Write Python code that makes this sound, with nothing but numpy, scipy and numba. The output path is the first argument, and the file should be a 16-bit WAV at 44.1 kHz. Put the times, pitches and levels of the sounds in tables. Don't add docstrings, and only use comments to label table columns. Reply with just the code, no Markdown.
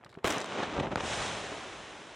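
import sys
import numpy as np
from scipy import signal
from scipy.fft import rfft, irfft, next_fast_len
from scipy.io import wavfile
from numba import njit

SR = 44100
rng = np.random.default_rng(int(sys.argv[2]) if len(sys.argv) > 2 else 0)


def output_pcm(signal):
    pcm = np.clip(np.atleast_2d(signal).T, -1, 1) * 32767
    wavfile.write(sys.argv[1], SR, np.round(pcm).astype(np.int16))


N = 94815

# start in seconds, level in dB, overpressure length in ms, treble edge in Hz.
AIR_SHOCKS = [(.2442, -10, .7, 10000), (.2446, -17, .12, 9000), (.2460, -11, .6, 4000),
              (.2481, -16, 1.3, 1300), (.2714, -19, .7, 1800), (.2752, -10.5, .3, 6000),
              (.2801, -11, .28, 7000), (.2829, -23, .5, 3000), (.3678, -22, .9, 3000),
              (.3745, -23, .8, 2000), (.6030, -23, .7, 2000), (.6325, -21, .3, 3500),
              (.7880, -18.5, 1.4, 900), (.7992, -19, .4, 4000), (.8026, -20, .8, 1400),
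              (.8092, -17, 1.3, 900), (.8530, -26, 1.5, 1200), (.8703, -23, .4, 3000),
              (.8714, -23, .9, 1100), (.9320, -24, 1.2, 900), (.9577, -8, .2, 1850), (.9607, -20, 1.5, 700),
              (1.0035, -27, .4, 3000)]
SMEAR_DB, SMEAR_FALL_S, SHOCK_LOW_CUT_HZ = -29, 0.0029, 71


def air_shocks():
    out = np.zeros((2, N))
    t = np.arange(SR // 20) / SR
    for start, db, length_ms, edge_hz in AIR_SHOCKS:
        age = 1000 * t / length_ms
        wave = dull((1 - age) * np.exp(-age), edge_hz, order=3)
        mid, side = undb(SMEAR_DB) * np.exp(-t / SMEAR_FALL_S) * rng.standard_normal((2, len(t)))
        paths = (t == 0) + mid + undb(-14.5) * side * np.array([[1], [-1]])
        shock = signal.fftconvolve(paths, wave[None] / wave.max())[:, :len(t)]
        i = int(start * SR)
        out[:, i:i + len(t)] += undb(db) * shock
    return low_cut(out, SHOCK_LOW_CUT_HZ, order=1)


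# crest in seconds, level in dB, rise and fall in
# seconds, treble edge in Hz, bass edge in Hz.
VOLLEY_SWELLS = [(0.248, -37, 0.0018, 0.01, 3620, 150), (0.255, -33, 0.0046, 0.012, 3580, 450),
                 (0.333, -34, 0.12, 0.097, 4900, 70), (0.37, -42, 0.03, 0.0098, 1000, 200),
                 (.415, -49, 0.012, 0.014, 9000, 150), (0.536, -43, 0.059, 0.018, 7900, 120),
                 (0.598, -32, 0.045, 0.025, 2200, 80), (0.63, -35, 0.0055, 0.037, 2920, 50),
                 (0.742, -39.5, 0.063, 0.034, 3540, 50), (0.779, -36.5, 0.014, 0.0089, 1200, 200),
                 (0.802, -34, .005, 0.0041, 5040, 200), (0.831, -37.5, 0.0071, 0.019, 1200, 100),
                 (0.854, -35.5, 0.061, 0.046, 587, 80), (0.919, -33, 0.0058, 0.015, 950, 40),
                 (0.974, -31.5, 0.0037, 0.012, 1290, 60), (1.007, -31.5, 0.0077, 0.0057, 4000, 200),
                 (1.033, -35.5, 0.0067, 0.027, 1200, 40), (1.13, -35, 0.015, 0.021, 9000, 1500),
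                 (1.52, -42.5, 0.03, 0.044, 500, 131)]
# frequency in Hz, gain in dB.
VOLLEY_EQ = [(30, -48), (80, -8), (160, -4), (350, 0), (600, -0.5), (1100, -3.5), (2000, -8.5), (3500, -10),
             (6500, -12.5), (9500, -21), (12000, -46), (15000, -52)]


def volleys():
    crowd = patter(VOLLEY_EQ, per_second=4500, spread_db=1.5)
    out = np.zeros((2, N))
    for crest, db, rise, fall, treble_hz, bass_hz in VOLLEY_SWELLS:
        thinned = crowd - dull(crowd, bass_hz, order=1)
        out += undb(db) * swell(crest, rise, fall) * unit(dull(thinned, treble_hz, order=1))
    return out


# start in seconds, level in dB.
ROCK_CRACKS = [(0.2744, -23), (.2802, -27), (0.293, -31), (0.2934, -46), (.2980, -43), (0.3026, -22.5),
               (0.306, -20), (.3098, -22.5), (0.314, -27), (0.3228, -26), (.3267, -29), (.3342, -41),
               (.3450, -35), (.3682, -33), (0.3826, -25.5), (0.387, -33), (.4040, -30), (0.4149, -27),
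               (.4190, -31), (0.444, -29), (0.4598, -33.5), (0.634, -38.5), (0.9592, -35.5)]
# frequency in Hz, gain in dB.
CRACK_EQ = [(100, 3), (900, 11.5), (3000, 4), (6000, 7.5), (9500, 1), (12000, -23), (15500, -24)]
CRACKLE_EQ = [(100, -6), (800, 1), (3000, -1), (7000, 2), (10000, -1), (12000, -2.5), (15500, -7)]
CRACKLE_DB, CRACKLE_END_S = -39.5, 0.6


def splitting_rock():
    bursts = sum(undb(db) * swell(start, rise_s=0.0001, fall_s=0.0007) for start, db in ROCK_CRACKS)
    cracks = bursts * noise(CRACK_EQ)
    crackle = patter(CRACKLE_EQ, per_second=1600, spread_db=3.5)
    envelope = swell(crest_s=0.28, rise_s=0.091, fall_s=0.05) * (np.arange(N) / SR < CRACKLE_END_S)
    return cracks + undb(CRACKLE_DB) * envelope * crackle


# frequency in Hz, gain in dB.
JET_EQ = [(40, -41), (100, 3.5), (300, -4.5), (600, 4.5), (1300, -1), (2200, -4), (3300, -4.5), (6300, -5),
          (8700, -11), (10200, -17.5), (12000, -43), (15000, -70)]
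JET_DB = -35.5


def gas_jet():
    rush = patter(JET_EQ, per_second=12000, spread_db=1.0)
    return undb(JET_DB) * swell(crest_s=1.07, rise_s=0.048, fall_s=0.16, hold_s=0.18) * rush


# frequency in Hz, gain in dB.
ROAR_EQ = [(30, -3), (80, -2), (180, -2.5), (350, 1.5), (600, 2), (1200, -1), (2000, -5), (3300, -7),
           (6300, -10), (8700, -17.5), (10200, -22), (12000, -48), (15000, -76)]
ROAR_DB = -40


def pit_roar():
    echoes = patter(ROAR_EQ, per_second=9000, spread_db=1.0)
    return undb(ROAR_DB) * swell(crest_s=1.174, rise_s=0.13, fall_s=0.68, hold_s=0.22) * echoes


# crest in seconds, level in dB, rise and fall in seconds.
HEAVE_SWELLS = [(.12, -62, 0.044, 0.034), (0.245, -48, 0.0025, 0.022), (.68, -49, 0.018, .015),
                (.778, -35.5, 0.022, 0.028), (.90, -44, 0.022, 0.025), (1.04, -42.5, 0.072, 0.21),
                (1.208, -37, 0.0068, 0.0053), (1.34, -51, 0.027, .04), (1.84, -57.5, 0.15, 0.021)]
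# frequency in Hz, gain in dB.
HEAVE_EQ = [(20, -13), (45, 9.5), (90, 2.5), (180, 0.5), (400, -4.5), (1500, -69)]


def rock_heave():
    surges = sum(undb(db) * swell(crest, rise, fall) for crest, db, rise, fall in HEAVE_SWELLS)
    return surges * noise(HEAVE_EQ)


# start in seconds, level in dB, fall in seconds, centre in Hz.
GROUND_THUDS = [(0.011, -60, 0.0084, 1000), (.031, -52, 0.0017, 1000), (0.038, -46, 0.0025, 840),
                (0.059, -42, 0.0036, 146), (.061, -50, .005, 550), (0.063, -47, 0.005, 1220),
                (0.129, -52.5, 0.007, 1120), (0.152, -42, 0.0015, 970), (0.173, -38, 0.0045, 160),
                (0.174, -38.5, 0.01, 390), (0.186, -50, 0.0062, 1170), (0.229, -54, 0.036, 860)]
THUD_RISE_S, RATTLE_ABOVE_HZ = 0.00071, 550


def ground_wave():
    t = np.arange(N) / SR
    out = np.zeros((2, N))
    for start, db, fall, hz in GROUND_THUDS:
        knock = np.cos(2 * np.pi * hz * (t - start))
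        rattle = stereo(noise_band(hz))
        blend = (RATTLE_ABOVE_HZ * knock + hz * rattle) / np.hypot(hz, RATTLE_ABOVE_HZ)
        out += undb(db) * swell(start, THUD_RISE_S, fall) * blend
    return out


# start in seconds, level in dB.
GRIT_TICKS = [(0.0466, -46.5), (.0605, -63), (0.0928, -53), (0.1005, -55), (0.11, -59.5), (.116, -59.5),
              (0.127, -56), (0.142, -55), (.158, -61.5), (0.188, -65), (.227, -79), (0.24, -50)]
# frequency in Hz, gain in dB.
GRIT_EQ = [(500, -25), (1800, 6), (2800, -8), (3600, 3), (4200, 11.5), (5000, 5.5), (6200, -7), (7800, -1),
           (11000, -11.5), (15000, -23)]


def loose_grit():
    ticks = sum(undb(db) * swell(start, rise_s=0.00031, fall_s=0.0033) for start, db in GRIT_TICKS)
    return ticks * noise(GRIT_EQ)


# frequency in Hz, gain in dB.
AIR_EQ = [(25, -11), (80, -2), (400, 1), (1000, -7), (2000, -17.5), (4000, -26.5), (9000, -34.5),
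          (15000, -50)]
AIR_DB = -60


def open_air():
    return undb(AIR_DB) * noise(AIR_EQ)


def undb(db):
    return 10 ** (np.asarray(db) / 20)


def unit(x):
    return x / np.sqrt(np.mean(x ** 2))


def equalise(x, eq):
    size = next_fast_len(N + N // 8, True) // 2 * 2
    hz, db = np.array(eq, float).T
    gain = undb(np.interp(np.log(np.fft.rfftfreq(size, 1 / SR) + 1), np.log(hz), db))
    cepstrum = irfft(np.log(gain))
    cepstrum[1:size // 2] *= 2
    cepstrum[size // 2 + 1:] = 0
    return irfft(rfft(x, size) * np.exp(rfft(cepstrum)))[..., :N]


def dull(x, hz, order):
    return signal.sosfilt(signal.butter(order, min(hz, SR / 2 - 1000), fs=SR, output="sos"), x)


def low_cut(x, hz, order):
    return signal.sosfilt(signal.butter(order, hz, "high", fs=SR, output="sos"), x)


def swell(crest_s, rise_s, fall_s, hold_s=0):
    t = np.arange(N) / SR - crest_s
    return np.exp(np.minimum(t, 0) / rise_s - np.maximum(t - hold_s, 0) / fall_s)


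def noise_band(hz):
    edges = [hz / np.sqrt(3), min(hz * np.sqrt(3), SR / 2 - 1000)]
    band_pass = signal.butter(2, edges, "band", fs=SR, output="sos")
    return unit(signal.sosfilt(band_pass, rng.standard_normal((2, N))))


def noise(eq):
    return unit(equalise(stereo(rng.standard_normal((2, N))), eq))


def patter(eq, per_second, spread_db):
    hits = rng.random((2, N)) < per_second / SR
    strength = undb(spread_db * np.minimum(rng.exponential(size=(2, N)), 4))
    polarity = np.sign(rng.standard_normal((2, N)))
    return unit(equalise(stereo(hits * strength * polarity), eq))


# frequency in Hz, side against mid in dB.
WIDTH_EQ = [(40, -19), (150, -18), (600, -20), (1500, -19), (3000, -16.5), (8000, -11), (14000, -7)]


def stereo(pair):
    mid, side = pair
    return mid + np.array([[1], [-1]]) * equalise(side, WIDTH_EQ)


def scene():
    arrived = np.arange(N) / SR > AIR_SHOCKS[0][0]
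    blast = arrived * (volleys() + splitting_rock() + gas_jet() + pit_roar())
    return blast + rock_heave() + air_shocks() + open_air() + ground_wave() + loose_grit()


@njit
def follow(x, attack_s, release_s):
    attack = 1 - np.exp(-1 / (attack_s * SR))
    release = 1 - np.exp(-1 / (release_s * SR))
    out, level = np.empty(len(x)), 0.
    for i in range(len(x)):
        level += (x[i] - level) * (attack if x[i] > level else release)
        out[i] = level
    return out


# frequency in Hz, gain in dB.
MICROPHONE_EQ = [(30, -7), (100, -0.5), (1000, 0.5), (3000, 2), (3950, 0), (4500, -6), (5800, -3.5),
                 (8000, -3), (15000, -6.5)]
LOW_CUT_HZ, TOP_CUT_HZ = 36, 15900
LIMIT_DB, LIMIT_ATTACK_S, LIMIT_RELEASE_S = -21, 0.004, 0.008
CLIP_DB, CLIP_KNEE = -17.5, 6


def record(dry):
    picked_up = low_cut(equalise(dry, MICROPHONE_EQ), LOW_CUT_HZ, order=2)
    level = follow(np.abs(picked_up).max(axis=0), LIMIT_ATTACK_S, LIMIT_RELEASE_S)
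    ducked = picked_up / np.maximum(1, level / undb(LIMIT_DB))
    clipped = ducked / (1 + np.abs(ducked / undb(CLIP_DB)) ** CLIP_KNEE) ** (1 / CLIP_KNEE)
    return signal.sosfilt(signal.ellip(8, .2, 70, TOP_CUT_HZ, fs=SR, output="sos"), clipped)


dry = scene()
out = record(dry)
output_pcm(out)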